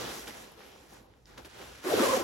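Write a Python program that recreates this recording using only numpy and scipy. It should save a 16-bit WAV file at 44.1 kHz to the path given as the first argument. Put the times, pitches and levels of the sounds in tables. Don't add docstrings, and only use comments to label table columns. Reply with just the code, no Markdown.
import sys
import numpy as np
from scipy import signal
from scipy.fft import rfft, irfft
from scipy.io import wavfile
from scipy.ndimage import uniform_filter1d

SR = 44100
rng = np.random.default_rng(int(sys.argv[2]) if len(sys.argv) > 2 else 0)


def wrap_up_sound(samples):
    columns = np.atleast_2d(samples).T
    tamed = np.clip(columns, -1, 1)
    steps = np.round(tamed * 32767).astype(np.int16)
    wavfile.write(sys.argv[1], SR, steps)


N = 98695

# [t/s, low-band level/dB, high band over low/dB]
DRAG = [(1.83, -59, 7), (1.852, -37, -7.5), (1.88, -35.5, -3), (1.942, -28, -10.5), (1.964, -30.5, -11),
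        (2.008, -26.5, -6.5), (2.118, -35, -0.5), (2.142, -35, 2.5), (2.214, -36.5, -5.5),
        (2.237, -47.5, 0)]


def undb(db):
    return 10 ** (np.asarray(db) / 20)


def unit(x):
    return x / np.sqrt(np.mean(x ** 2))


def curve(table, column):
    rows = np.array(table)
    return np.interp(np.arange(N) / SR, rows[:, 0], rows[:, column])


def on_log(table, hz):
    rows = np.array(table)
    return np.interp(np.log(np.maximum(hz, 1)), np.log(rows[:, 0]), rows[:, 1], left=-90, right=-90)


def walk(steps_per_s):
    step = int(SR / steps_per_s)
    held = np.repeat(rng.standard_normal(N // step + 1), step)
    slewed = uniform_filter1d(uniform_filter1d(held, step), step)
    return 1.3 * slewed[:N]


def textured(x, spectrum, flicker_db, steps_per_s):
    hz = np.fft.rfftfreq(N, 1 / SR)
    coloured = rfft(x) * undb(on_log(spectrum, hz))
    half_octave = 2 * np.log2(np.maximum(hz, 1))
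    first, last = (int(2 * np.log2(row[0])) for row in (spectrum[0], spectrum[-1]))
    out = 0
    for band in range(first, last + 2):
        weight = np.clip(1 - abs(half_octave - band), 0, 1)
        out = out + irfft(coloured * weight, N) * undb(flicker_db * walk(steps_per_s))
    return unit(out)


def drag():
    # [f/Hz, relative level/dB]
    low_spectrum = [(29, -59), (50, -35), (129, -11), (173, -19.5), (231, -4.5), (305, -1), (423, 0.5),
                    (800, -7), (1040, -42), (1760, -120)]
    high_spectrum = [(470, -36), (800, -7), (860, 1), (1080, 0.5), (1330, -3), (2200, -11), (2860, -54),
                     (4840, -120)]
    flicker_db, steps_per_s, onset_s = 4, 44.98, 0.0076
    moving = np.clip((np.arange(N) / SR - DRAG[0][0]) / onset_s, 0, 1)
    low = textured(rng.standard_normal(N), low_spectrum, flicker_db, steps_per_s)
    high = textured(rng.standard_normal(N), high_spectrum, flicker_db, steps_per_s)
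    return moving * undb(curve(DRAG, 1)) * (low + high * undb(curve(DRAG, 2)))


def folds():
    # [centre t/s, f/Hz, Gaussian 1/e half-width/s, peak/dB]
    fold_table = [(1.857, 300, 0.0083, -34), (1.913, 597.6, 0.021, -30), (1.94, 431.3, 0.0047, -17),
                  (1.986, 399.6, 0.015, -30.5), (1.997, 1324, 0.0074, -30.5), (2.007, 243.1, 0.0084, -22),
                  (2.02, 376.7, .008, -24.5), (2.036, 568.6, 0.013, -24), (2.038, 1248, 0.0092, -26.5),
                  (2.056, 661, 0.0103, -28), (2.061, 1109, 0.013, -28.5), (2.086, 487, 0.019, -28),
                  (2.097, 968, 0.011, -25.5), (2.112, 1026, 0.0034, -25.5), (2.138, 1077, 0.011, -26),
                  (2.142, 538.4, 0.019, -21), (2.171, 751, 0.011, -28), (2.175, 481.4, 0.0039, -23.5),
                  (2.179, 250, 0.0069, -29.5), (2.203, 552.4, 0.013, -32.5), (2.224, 1077, 0.014, -36.5)]
    wobble_depth, spread_turns = .04, 0.14
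    t = np.arange(N) / SR
    warped_s = np.cumsum(1 + wobble_depth * walk(90)) / SR
    side = np.array([[1], [-1]])
    out = 0
    for (s, hz, half_width_s, db), (turn, lean) in zip(fold_table, rng.random((len(fold_table), 2))):
        split_turns = spread_turns * (2 * lean - 1) * min(hz / 450, 1) * side
        swell = undb(db) * np.exp(-((t - s) / half_width_s) ** 2)
        out = out + swell * np.sin(2 * np.pi * (hz * warped_s + turn + split_turns))
    return out


def fibres():
    grains_per_s, spread_db, top_db, grain_db = 1500, 3.2, 13, -1
    chance, sign, size = rng.random((3, N))
    size_db = np.minimum(-spread_db * np.log(size + 1e-9), top_db)
    slips = (chance < grains_per_s / SR) * np.sign(sign - .5) * undb(size_db)
    return undb(grain_db) * unit(slips) + rng.standard_normal(N)


def rustle():
    # [t/s, body level/dB, sheen over body/dB]
    rub_table = [(0, -41.5, -1.5), (.06, -42.5, -3.5), (.17, -45.5, 1), (.25, -51, -0.5), (.272, -51.5, 2),
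                 (.28, -44.5, -1), (.31, -49, -3.5), (.44, -53.5, -3), (.5, -59, -3.5), (.56, -62, -4),
                 (.61, -54, -6), (.68, -57.5, -5.5), (.87, -62, -5), (.93, -58, -3), (.98, -59.5, -5),
                 (1.03, -68, -4), (1.08, -72, -7), (1.13, -69, -9.5), (1.25, -77.5, -1), (1.27, -63, -3.5),
                 (1.3, -60, -5.5), (1.372, -61, -6), (1.384, -50.5, -5), (1.41, -57.5, -6.5),
                 (1.444, -59.5, -5), (1.455, -51, -2.5), (1.48, -60, -5.5), (1.57, -53.5, -4),
                 (1.62, -49.5, -3.5), (1.7, -53, -6.5), (1.82, -56, -4.5), (1.85, -45, -2.5),
                 (1.9, -38.5, -2.5), (1.97, -36, -3), (2.05, -33.5, -1), (2.17, -37, -0.5),
                 (2.24, -45.5, -5.5)]
    # [t/s, level/dB]
    swish_table = [(0.0, -39), (0.192, -46.5), (0.214, -51.5), (0.294, -47), (0.304, -52.5), (0.392, -50.5),
                   (0.56, -58), (0.59, -53.5), (0.912, -62), (0.926, -52.5), (1.248, -73), (1.298, -56),
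                   (1.36, -60.5), (1.386, -46), (1.442, -61.5), (1.452, -49), (1.502, -61), (1.626, -47),
                   (1.636, -52), (1.83, -58)]
    # [f/Hz, relative level/dB]
    body_spectrum = [(400, -35), (600, -4), (1000, -7.5), (1500, -4), (2500, -6), (4000, -10), (6000, -17)]
    sheen_spectrum = [(3000, -14.5), (4500, -12.5), (6300, -2.5), (8000, 0.5), (10000, -6), (12000, -6),
                      (14000, -13.5), (15900, -10.5)]
    pad_spectrum = [(71, -31), (120, -11), (167, -4), (484, 1), (679, -7.5), (779, -2.5), (1500, -14.5),
                    (1950, -37), (3300, -120)]
    flicker_db = 1.85
    slips = fibres()
    body_db = curve(rub_table, 1)
    before_drag = np.arange(N) / SR < DRAG[0][0] + .02
    body = textured(slips, body_spectrum, flicker_db, 15) * undb(body_db)
    sheen = textured(slips, sheen_spectrum, flicker_db, 14) * undb(body_db + curve(rub_table, 2))
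    swish = textured(fibres(), pad_spectrum, 2.6, 30.05) * undb(curve(swish_table, 1)) * before_drag
    return body + sheen + swish


def ring(x, hz, width_hz):
    return signal.lfilter(*signal.iirpeak(min(hz, .45 * SR), hz / width_hz, SR), x)


def ticks():
    # [t/s, peak/dB, f/Hz, Q of each pass]
    tick_table = [(.273, -32, 3000, .7), (0.2777, -33, 2480, .7), (.518, -47.5, 11000, 3.9),
                  (.52, -47, 800, 1.1), (.606, -41.5, 890, 0.87), (0.618, -45, 1800, 2.9),
                  (.762, -42, 690, 0.7), (0.936, -43, 10500, 1.5), (.97, -46.5, 1010, 1.3),
                  (1.138, -51.5, 1910, 1.3), (1.2568, -43.5, 4900, 3), (1.262, -66, 4050, 2.6),
                  (1.378, -34.5, 2290, 0.59), (1.381, -30, 3470, 0.31), (1.4473, -43, 2500, 0.51),
                  (1.4495, -38.5, 3500, 0.57), (1.452, -41.5, 3700, 0.7), (1.499, -45, 6500, 2.4)]
    click_decay_s, tail_decay_s, tail_db = .00006, .004, -19
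    length = 1500
    t = np.arange(length) / SR
    out = np.zeros(N)
    click = np.exp(-t / click_decay_s)
    tail = undb(tail_db) * np.exp(-t / tail_decay_s)
    for (s, db, hz, q), noise in zip(tick_table, rng.standard_normal((len(tick_table), length))):
        burst = ring(ring(click + noise * tail, hz, hz / q), hz, hz / q)
        start = int(s * SR)
        out[start:start + length] += burst / abs(burst).max() * undb(db)
    return out


def garage():
    # [f/Hz, relative level/dB]
    air_spectrum = [(100, -17), (170, 1.5), (198, 3.5), (937, -9), (1750, -23), (1890, -11), (2080, -19),
                    (15800, -36)]
    rumble_spectrum = [(12, -46), (20, -19), (41, -9), (54, 5), (91, -5), (129, 2), (170, -16), (220, -42),
                       (370, -120)]
    # [t/s, level/dB]
    rumble_table = [(0.0, -54.5), (0.27, -62.5), (1.22, -64), (1.41, -54.5), (1.52, -62.5), (1.79, -59),
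                    (1.83, -73), (1.97, -50), (2.05, -63), (2.08, -47), (2.16, -66), (2.24, -50)]
    air_db = -69
    air = textured(rng.standard_normal(N), air_spectrum, 2.0, 7.55) * undb(air_db)
    rumble = textured(rng.standard_normal(N), rumble_spectrum, 2.8, 8) * undb(curve(rumble_table, 1))
    return air + rumble


def scene():
    # [f/Hz, left lead/rad]
    port_table = [(0, 0), (250, .2), (860, 1.2), (1120, .3), (2300, -1.2), (3530, .5), (4500, -1.2),
                  (6250, .2), (7200, 1.9), (8800, 3.14), (11700, 6.28), (14600, 9.42), (15900, 11)]
    # [f/Hz, scattered over direct/dB]
    wet_table = [(30, -7), (60, -8), (130, -15), (300, 0), (700, 4), (2000, 3), (5000, 5), (7500, -11),
                 (15000, -12)]
    left_over_right_db = -0.6

    def noise():
        return rfft(rustle() + drag() + garage())

    hz = np.fft.rfftfreq(N, 1 / SR)
    side = np.array([[1], [-1]])
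    lead_rad = np.interp(hz, *np.array(port_table).T)
    wet_held_at_ends = [(1, wet_table[0][1])] + wet_table + [(SR, wet_table[-1][1])]
    wet = undb(on_log(wet_held_at_ends, hz))
    keep = 1 / np.sqrt(1 + wet ** 2)
    direct = rfft(ticks() + folds()) + keep * noise()
    scattered = keep * wet * np.array([noise(), noise()])
    ports = irfft(direct * np.exp(.5j * side * lead_rad) + scattered, N)
    return ports * undb(side * left_over_right_db / 2)


def record(dry):
    top_hz, ripple_db, stop_db = 15850, .2, 80
    return signal.sosfilt(signal.ellip(10, ripple_db, stop_db, top_hz, fs=SR, output="sos"), dry)


dry = scene()
out = record(dry)
wrap_up_sound(out)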